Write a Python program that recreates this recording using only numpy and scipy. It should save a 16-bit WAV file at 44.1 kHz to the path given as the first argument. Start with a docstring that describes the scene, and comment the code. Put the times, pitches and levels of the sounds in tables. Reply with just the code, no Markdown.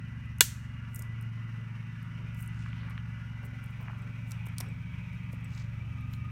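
"""A dry twig snaps a few steps away, fibre by fibre, and the woods answer with a short echo.
Someone on a gravel track handles sticks and a dog harness: wood ticks and crunches, buckles clink,
straps and cloth rub, stones knock underfoot and soft steps come nearer. Some way off an engine idles
throughout: its firings ring the exhaust pipe, a second hum throbs against it, with thin whines and a hiss.
The background shifts in colour as the microphone turns to follow the walker."""
import sys
import numpy as np
from scipy import signal
from scipy.fft import rfft, irfft
from scipy.io import wavfile
from scipy.ndimage import uniform_filter1d

SR = 44100
rng = np.random.default_rng(int(sys.argv[2]) if len(sys.argv) > 2 else 0)


def persist_wave(psi):
    """Save psi, clipped to +-1, as 16-bit WAV."""
    counts = np.round(np.clip(psi, -1, 1) * 32767).astype(np.int16)
    wavfile.write(sys.argv[1], SR, np.atleast_2d(counts).T)


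N = 278271
TIME = np.arange(N) / SR

# Pitch wobble shared by engine and hum as the microphone moves.
# Each row: time in seconds, firings heard per second.
PITCH_WOBBLE = [(0, 22.71), (0.5, 22.77), (1.4, 22.68), (1.9, 22.47), (2.7, 22.62), (3.7, 22.63),
                (4.3, 22.79), (4.65, 22.38), (5.2, 22.99), (5.75, 22.33), (6.15, 22.76), (6.31, 22.86)]


def snap(ring_db=-2, radiated_db=12):
    """The twig breaks in quick stages, its halves ring and knock, and the crack spreads into the woods."""
    # Fibres giving way, then the last splinters. Each row: start in seconds, level in dB, decay in seconds.
    fractures = [(.4076, -2, .0026), (.4102, -11.5, .002), (.4153, -21, .003), (.4223, -32, .002),
                 (.4252, -28, .0025)]
    # Tone of the break. Each row: frequency in Hz, relative level in dB.
    crack_spectrum = [(200, -38), (460, -12), (700, -22), (850, -12.5), (980, -7.5), (1170, -9.5),
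                      (1450, -1.5), (1800, -1), (2400, -3), (3300, 3), (4300, 4), (5000, -4), (6200, 2.5),
                      (7700, 3.5), (9000, 1.5), (12500, -.5), (16000, -4.5)]
    # The ringing stick. Each row: pitch in Hz, level in dB relative to ring_db, seconds to fall 60 dB.
    stick_modes = [(450, -36, .04), (980, -25, .045), (1440, -22, .04), (1800, -17.5, .04),
                   (2400, -25, .035), (2853, -19.5, .06), (3425, -11.5, .04), (3773, -23, .04),
                   (4290, -22, .04), (6340, -22, .055), (7055, -22.5, .05), (7740, -19, .028),
                   (8830, -22, .035), (11100, -21, .04), (13570, -26, .035)]
    # Woody knock of the flexing halves. Each row: centre in Hz, level in dB, decay in seconds.
    flexes = [(460, -13, .004), (1800, -.5, .002)]
    out, radiated = np.zeros((2, N))
    t = np.arange(8192) / SR
    break_s = fractures[0][0]
    colour = impulse_response(lambda f: at_hz(crack_spectrum, f))
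    for s, db, decay in fractures:
        add(out, s, amp(db) * np.sqrt(decay * SR / 2) * signal.fftconvolve(burst(decay), colour))
    for hz, db, t60 in stick_modes:
        mode = np.sin(2 * np.pi * (hz * t + rng.random()))
        add(out, break_s, amp(ring_db + db) * 1000 ** (-t / t60) * mode)
    for hz, db, decay in flexes:
        add(out, break_s, amp(db) * signal.fftconvolve(burst(decay), band(hz, octaves=.22)))
    add(radiated, break_s, amp(radiated_db) * colour)  # over all directions only the broad colour is left
    return out + woods(radiated, wet_db=-12)


def sticks(strays_per_s=1.5, stray_db=-50, stray_spread_db=3):
    """Sticks tick against each other, firmly where they are gripped and faintly at random in between."""
    # Firm contacts reach lower; bark that gives way crunches longer.
    # Each row: start in seconds, level in dB, lower and upper band edge in Hz, decay in seconds.
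    ticks = [(0.3845, -32.5, 5280, 17000, 0.00059), (0.9468, -21.5, 7600, 19000, 0.0003),
             (0.9567, -25.5, 6000, 15000, .0005), (0.9598, -20, 5400, 18000, 0.0022),
             (0.985, -34, 10000, 18000, .0015), (0.9922, -22, 5500, 16000, 0.0018),
             (0.9965, -33, 7000, 18000, .002), (1.0216, -26, 5000, 16000, 0.003),
             (1.2114, -37, 7300, 17000, 0.00104), (1.2249, -38, 4700, 17000, 0.00102),
             (2.0278, -42, 7000, 18000, .001), (2.346, -38, 4800, 17000, 0.00214),
             (2.4094, -33, 12500, 19000, .003), (2.426, -29, 7400, 17000, 0.0015),
             (2.461, -39, 6000, 14000, .001), (2.4765, -33, 6000, 15000, .0013),
             (2.898, -42, 7000, 17000, .001), (2.9073, -38, 1600, 16000, 0.00103),
             (3.4505, -37, 11500, 18000, .005), (3.6406, -35, 7800, 14000, .0015),
             (3.661, -44, 6500, 15000, .001), (3.8112, -39, 13000, 19000, .003),
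             (3.826, -42, 12500, 19000, .002), (4.3096, -29, 3800, 16000, 0.0013),
             (4.3183, -21.5, 2900, 18000, .0007), (4.457, -38, 6000, 17000, 0.00204),
             (4.465, -33, 6000, 17000, .0013), (4.47, -28, 1500, 17000, 0.00022),
             (4.4866, -40, 6500, 16000, .001), (4.5833, -14.5, 3000, 20000, 0.0005),
             (4.603, -17, 3800, 19000, 0.0026), (4.6073, -16, 2500, 16000, 0.0016),
             (5.3288, -37, 3500, 17000, .004), (6.0094, -46, 8000, 15000, .001),
             (6.133, -38, 10490, 17000, .001)]
    # Tone of dry bark. Each row: frequency in Hz, relative level in dB.
    bark_spectrum = [(2000, 0.5), (5000, -.5), (7300, -2.5), (9200, 3), (10500, 0), (12200, 2.5),
                     (16000, 0)]
    chance = rng.random((round(strays_per_s * N / SR), 2))
    strays = [(when * N / SR, stray_db + stray_spread_db * (2 * force - 1), 6000, 17000, .0006)
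              for when, force in chance]
    hits = contacts(ticks + strays, crunch, chatter_s=.005, chatter_db=-7)
    return signal.fftconvolve(hits, impulse_response(lambda f: at_hz(bark_spectrum, f)))[:N]


def buckles():
    """Harness buckles clink, each ringing briefly in a few inharmonic modes."""
    # Each row: start in seconds, level in dB, pitch in Hz.
    clinks = [(4.0202, -45, 7900), (4.687, -41, 7800), (5.445, -34, 7950), (6.137, -31, 4100)]
    # Each row: multiple of the pitch, relative level in dB, seconds to fall 60 dB.
    buckle_modes = [(1, 0, .035), (1.04, -4, .025), (1.33, -11, .025), (1.67, -7, .03)]
    out = np.zeros(N)
    t = np.arange(2048) / SR
    for s, db, hz in clinks:
        clink = sum(amp(mode_db - 60 * t / t60) * np.sin(2 * np.pi * hz * ratio * t)
                    for ratio, mode_db, t60 in buckle_modes)
        add(out, s, amp(db) * unit_energy(clink))
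    return out


def knocks():
    """Dull knocks of wood and stones, and one low bump on the microphone."""
    # Each row: start in seconds, level in dB, lower and upper band edge in Hz, decay in seconds.
    bumps = [(2.661, -23, 950, 2750, 0.00103), (2.7305, -24, 1000, 3300, .0006),
             (2.832, -26, 800, 2200, .001), (2.8855, -25, 845, 2400, 0.001),
             (2.978, -20, 1049, 3800, 0.00123), (3.882, -23.5, 806, 2700, 0.00195),
             (3.932, -27, 800, 2000, .0015), (3.897, -24.5, 800, 2200, 0.00196),
             (4.4695, -21.5, 110, 1500, 0.0003), (4.604, -20, 250, 1700, 0.009),
             (4.609, -22.5, 1690, 3890, 0.00238), (5.332, -24.5, 230, 700, 0.003),
             (6.137, -27, 1001, 7500, .0006)]
    return contacts(bumps, burst, chatter_s=.00347, chatter_db=-6)


def contacts(rows, texture, chatter_s, chatter_db):
    """Each contact is a hit with a short chatter dying away under it, in one broad band."""
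    out = np.zeros(N)
    for s, db, low_hz, top_hz, decay in rows:
        hit = texture(decay) + amp(chatter_db) * texture(chatter_s)
        colour = band(np.sqrt(low_hz * top_hz), octaves=np.log2(top_hz / low_hz) / 4)
        add(out, s, amp(db) * signal.fftconvolve(hit, colour))
    return out


def burst(decay, size=2048):
    """A short run of tiny fractures, dying away, with an even spectrum and energy 1."""
    t = np.arange(size) / SR
    spectrum = np.fft.fft(rng.standard_normal(size) * np.exp(-t / decay))
    whitened = np.fft.ifft(spectrum / minimum_phase(np.log(abs(spectrum) + 1e-9))).real
    return unit_energy(whitened * np.exp(-t / (10 * decay)))


def crunch(decay, size=2048):
    """Bark crumbling under pressure: it holds for a moment, then dies away; energy 1."""
    t = np.arange(size) / SR
    return unit_energy(rng.choice([-1., 1.], size) * (1 + 2 * t / decay) * np.exp(-2 * t / decay))


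def rustles():
    """A sleeve brushes the jacket, straps slide over bark and shoes scuff the gravel."""
    # Straps slipping as the grip shifts.
    # Each row: middle in seconds, half length in seconds, level in dB, centre in Hz.
    slides = [(.985, 0.042, -64.5, 12000), (2.412, 0.0258, -58.5, 12500), (3.457, 0.0086, -61.5, 13000),
              (3.64, .012, -71, 11000), (3.71, .015, -74, 11000), (3.82, .025, -75, 12000),
              (3.986, .009, -73, 12500), (4.299, 0.0205, -65, 11000), (5.335, 0.014, -66, 12000),
              (5.56, .04, -73, 11500), (6.14, .022, -68, 12000)]
    # Shoes on gravel and rubbing cloth, with the same columns.
    scuffs = [(0.681, 0.01184, -61.5, 329), (2.62, .06, -67, 4800), (2.8, 0.1, -61.5, 2300),
              (3.44, .015, -62, 650), (3.535, .01, -63, 600), (3.81, 0.0173, -57.5, 800),
              (3.884, 0.05, -55.5, 1200), (4.638, 0.0321, -55, 1450)]
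    out = np.zeros(N)
    add(out, *rub(5.582, half_s=.045, db=-62, hz=5100, octaves=.35, grain_db=4.5))  # the sleeve
    out *= amp(2.5 * drift(90))  # its cloth catches and lets go
    for slide in slides:
        add(out, *rub(*slide, octaves=.5, grain_db=3.5))
    for scuff in scuffs:
        add(out, *rub(*scuff, octaves=.523, grain_db=4.2))
    return out


def steps(count=7, first_s=.992, every_s=.615, first_db=-62.5, growth_db=.4, soft_foot_db=-2):
    """Soles settle on packed gravel, heel then toe; one foot lands softer, and both grow as they near."""
    out = np.zeros(N)
    sole = dict(half_s=.024, hz=460, octaves=.28, grain_db=0)
    for k in range(count):
        heel_s = first_s + k * every_s
        heel_db = first_db + k * growth_db + k % 2 * soft_foot_db
        add(out, *rub(heel_s, db=heel_db, **sole))
        add(out, *rub(heel_s + .09, db=heel_db - 10.5, **sole))  # the toe
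    return out


def rub(middle_s, half_s, db, hz, octaves, grain_db):
    """Friction as a swell of tiny slips of uneven size; returns the start in seconds and the sound."""
    span = np.linspace(-3, 3, round(6 * half_s * SR))
    sizes = amp(grain_db * np.minimum(rng.exponential(1, len(span)), 4))
    slipping = rng.random(len(span)) < .15
    slips = unit_rms(sizes * slipping * rng.standard_normal(len(span)))
    swell = np.exp(-span ** 2 / 2)
    return middle_s - 3 * half_s, amp(db) * signal.fftconvolve(slips * swell, band(hz, octaves))


def woods(sound, wet_db, build_s=.0054, far_db=-18, far_slower=2.1):
    """Trunks and ground scatter many small echoes; far trees add a fainter, longer tail."""
    # Decay of the near echoes. Each row: frequency in Hz, seconds to fall 60 dB.
    decay_times = [(500, 0.01), (2600, 0.3173), (6500, 0.295), (14000, 0.19)]
    # Tone of the echoes. Each row: frequency in Hz, relative level in dB.
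    echo_spectrum = [(300, -4), (700, 3), (1800, 2), (3800, -3.5), (5400, 4), (7000, 1.5), (15000, 4)]
    hz, t, echoes = signal.stft(rng.choice([-1., 1.], SR), SR, nperseg=256)
    near_fade = 1000 ** (-t / at_hz(decay_times, hz)[:, None])
    far_fade = amp(far_db) * near_fade ** (1 / far_slower)
    echoes = echoes * amp(at_hz(echo_spectrum, hz))[:, None] * np.hypot(near_fade, far_fade)
    tail = signal.istft(echoes, SR, nperseg=256)[1][:SR]
    tail *= 1 - np.exp(-(TIME[:SR] / build_s) ** 2)
    return amp(wet_db) * signal.fftconvolve(sound, unit_energy(tail))[:N]


def engine(pipe_hz=116, pipe_width_hz=45, first_firing_s=.0325, uneven_db=.5, waver_db=1.07):
    """Each firing rings the exhaust pipe; no two are alike, so the orders stumble around the strongest."""
    # Swell of the strongest order, the fifth. Each row: time in seconds, level in dB.
    main_swell = [(0.0, -43.5), (0.7, -44.5), (1.25, -38.5), (2.0, -43), (2.7, -40), (3.6, -44),
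                  (4.4, -40.5), (4.95, -44.5), (5.6, -41)]
    # Swell of the low boom, the third order. Each row: time in seconds, level in dB.
    boom_swell = [(0.0, -52), (0.3, -48), (0.9, -53), (1.65, -68), (2.3, -50), (2.95, -47.5), (3.6, -52.5),
                  (4.4, -60), (4.9, -50), (6.3, -50)]
    # Each row: multiple of the firing rate, level offset in dB before the microphone turns, and after.
    exhaust_orders = [(2, -16, -15), (4, -22.5, -13.5), (5, 1.5, 1.5), (5.5, -23, -24.5), (6, -6, -3.5),
                      (7, -16.5, -29), (8, -13.5, -9), (9, -18.5, -19), (10, -14.5, -25.5),
                      (11, -21.5, -18.5), (12, -44, -37), (13, -37.5, -40)]
    main_db = follow(main_swell)
    firing_hz = follow(PITCH_WOBBLE)
    cycles = np.cumsum(firing_hz) / SR - first_firing_s * firing_hz.mean()
    out = amp(follow(boom_swell)) * np.sin(2 * np.pi * 3 * cycles + .65)
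    for order, early_db, late_db in exhaust_orders:
        off_hz = order * firing_hz.mean() - pipe_hz
        lag = 2 * np.arctan(off_hz / pipe_width_hz)
        lag += .23 * (off_hz / firing_hz.mean()) ** 2  # the silencer spreads each pulse
        stumble = .25 * np.tanh(off_hz / pipe_width_hz) * drift(9)
        swell_db = main_db if order == 5 else main_db.mean() + waver_db * drift(1.2)
        gain = amp(swell_db + microphone_turn(early_db, late_db))
        out += gain * np.sin(2 * np.pi * order * cycles - lag - stumble)
    return np.sqrt(2) * out * amp(uneven_db * drift(13))


def hum(mean_hz=83.55, waver_db=1.2, flutter_db=3.5):
    """A smoother hum swells and fades against the engine; both wobble in pitch as the microphone moves."""
    # Swells of the fundamental and of its octave. Each row: time in seconds, level in dB.
    base_swell = [(0.0, -51.5), (1.1, -50), (1.5, -61), (3.25, -61), (3.55, -53), (4.2, -57), (4.55, -47.5),
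                  (5.2, -57), (6.05, -45), (6.3, -47)]
    octave_swell = [(0.0, -51), (0.8, -59), (2.1, -48), (3.0, -46.5), (3.7, -60), (4.45, -48.5),
                    (5.5, -49.5), (6.1, -59.5)]
    # Each row: harmonic number, dB relative to the octave's mean before the microphone turns, and after.
    overtones = [(3, -17, -12.5), (4, -25, -24.5), (5, -32, -31), (7, -27, -28)]
    octave_db = follow(octave_swell)
    wobble = follow(PITCH_WOBBLE)
    phase = 2 * np.pi * np.cumsum(mean_hz * wobble / wobble.mean()) / SR
    out = amp(follow(base_swell) + waver_db * drift(4)) * np.sin(phase)
    out += amp(octave_db) * np.sin(2 * phase)
    for harmonic, early_db, late_db in overtones:
        level_db = octave_db.mean() + microphone_turn(early_db, late_db) + flutter_db * drift(3.7)
        out += amp(level_db) * np.sin(harmonic * phase)
    return np.sqrt(2) * out


def whine(jitter=.005, waver=.003, flutter_db=3.5, swell_db=2):
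    """Thin tones of the machine come and go, wavering and fluttering in the air."""
    # Each row: pitch in Hz, level in dB, crest in seconds, half length in seconds.
    tones = [(335, -69.5, 1.55, .4), (335, -71, 2.7, .2), (853, -75.5, 3.4, 2.7), (950, -72, 3.5, 3),
             (1230, -67.5, 5.27, .13), (1233, -61.5, 6.22, .27), (1423, -66, 2.4, 1.5),
             (1486, -68, 3.1, 0.97), (1995, -62, 1.6, 2.4), (2270, -61, 4.72, 0.25), (2305, -64.5, 5.1, 1),
             (2850, -69.5, 1, 1.3)]
    out = np.zeros(N)
    for hz, db, crest_s, half_s in tones:
        pitch = hz * (1 + jitter * drift(120) + waver * drift(6))
        envelope = 1 / np.sqrt(1 + ((TIME - crest_s) / half_s) ** 4)
        flutter = amp(flutter_db * drift(39.6) + swell_db * drift(4))
        out += amp(db) * envelope * unit_rms(flutter * np.sin(2 * np.pi * np.cumsum(pitch) / SR))
    return out


def air(level_db=-52.8, rumble_db=-4, patchy_db=1.65, comb_db=2.5, clatter_db=1.0143):
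    """A bed of rumble and machine hiss with faint midrange resonances, shifting as the microphone turns."""
    # Base tone of the bed before and after the turn. Each row: frequency in Hz, relative level in dB.
    early_spectrum = [(30, -31), (45, -6), (85, -4), (160, -1), (250, -10), (320, -24.5), (750, -26),
                      (1450, -13), (1850, -16), (2850, -17), (3300, -31), (4600, -36), (5800, -33),
                      (7200, -43), (9500, -43), (16000, -51.5)]
    late_spectrum = [(30, -30), (45, 1), (85, 3.5), (160, 0), (250, -5.5), (320, -22), (750, -23.5),
                     (1200, -16.5), (1850, -17.5), (2500, -12.5), (3400, -26.5), (4600, -36), (5800, -32.5),
                     (7200, -41), (9500, -41.5), (16000, -47.5)]
    crest_s, crest_db, fall_db_per_s = 2.7975, .044, .76  # the hiss rises to one broad crest and falls
    hz = np.fft.rfftfreq(2048, 1 / SR)
    frames = N // 512 + 5
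    s = np.arange(frames)[:, None] * 512 / SR
    real, imag, patches, comb = rng.standard_normal((4, frames, len(hz)))
    patches = uniform_filter1d(patches, size=8, axis=0)
    patches = unit_rms(uniform_filter1d(patches, size=16, axis=1))  # brief and broad
    comb = uniform_filter1d(comb, size=70, axis=0, mode="wrap")
    comb = unit_rms(uniform_filter1d(comb, size=2, axis=1))  # lasting and narrow
    midrange = (hz > 400) & (hz < 3800)
    bed_db = microphone_turn(at_hz(early_spectrum, hz), at_hz(late_spectrum, hz), s)
    bed_db += midrange * (patchy_db * patches + comb_db * comb)
    bed_db += np.where(hz > 400, crest_db - fall_db_per_s * abs(s - crest_s), rumble_db)
    noise = signal.istft(((real + 1j * imag) * amp(bed_db)).T, nperseg=2048, noverlap=1536)[1][:N]
    return amp(level_db) * unit_rms(noise) * amp(clatter_db * drift(43))


def microphone_turn(before, after, s=TIME, middle_s=3.8, length_s=1):
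    """Crossfades two settings as the microphone turns to follow the walker."""
    turned = np.clip((s - middle_s) / length_s + .5, 0, 1)
    return (1 - turned) * before + turned * after


def band(hz, octaves):
    """Impulse response of one broad band with steep skirts and a pink tilt."""
    return impulse_response(
        lambda f: -.5 * (np.log2((f + 1) / hz) / octaves) ** 4 - 10 * np.log10((f + 1) / hz))


def impulse_response(colour_db, size=2048):
    """Causal response of energy 1 whose spectrum follows colour_db, a function of Hz."""
    hz = abs(np.fft.fftfreq(size, 1 / SR))
    log_gain = np.log(amp(np.maximum(colour_db(hz), -70)))
    return unit_energy(np.fft.ifft(minimum_phase(log_gain)).real)


def minimum_phase(log_gain):
    """The spectrum with these log gains and the tightest attack."""
    return np.exp(np.conj(signal.hilbert(log_gain)))


def drift(rate_hz):
    """Random wander of rms 1, mostly slower than rate_hz."""
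    hz = np.fft.rfftfreq(N, 1 / SR)
    return unit_rms(irfft(rfft(rng.standard_normal(N)) * np.exp(-(hz / rate_hz) ** 2), N))


def at_hz(points, hz):
    """Reads a curve on a log-frequency axis."""
    f, value = np.transpose(points)
    return np.interp(np.log(hz + 1), np.log(f), value)


def follow(points):
    """Reads a time curve at every sample."""
    return np.interp(TIME, *np.transpose(points))


def add(mix, s, sound):
    """Mixes a sound in at s seconds."""
    part = mix[max(round(s * SR), 0):][:len(sound)]
    part += sound[:len(part)]


def amp(db):
    """Decibels to gain."""
    return 10 ** (np.asarray(db) / 20)


def unit_rms(x):
    """Scales to rms 1."""
    return x / np.sqrt(np.mean(x ** 2) + 1e-20)


def unit_energy(x):
    """Scales to energy 1."""
    return x / np.linalg.norm(x)


def scene():
    """Close handling sounds and their echo, over the distant machine."""
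    handling = sticks() + buckles()
    near = knocks() + snap() + handling + woods(handling, wet_db=-19) + rustles() + steps()
    return (near + engine() + hum() + whine() + air())[None]


def record(dry, low_cut_hz=38, notch_hz=10350, notch_depth=.46, top_hz=16250, ceiling=.66):
    """The microphone drops the deepest bass and highest treble, has a treble dip and rounds off peaks."""
    lowpass = signal.firwin(161, top_hz, window=("kaiser", 8), fs=SR)[None]
    lean = signal.sosfilt(signal.butter(5, low_cut_hz, "highpass", fs=SR, output="sos"), dry)
    dipped = lean - notch_depth * signal.lfilter(*signal.iirpeak(notch_hz, 12, fs=SR), lean)
    dulled = signal.oaconvolve(dipped, lowpass, "same")
    rounded = dulled / (1 + (dulled / ceiling) ** 4) ** .25
    return signal.oaconvolve(rounded, lowpass, "same")


dry = scene()
out = record(dry)
persist_wave(out)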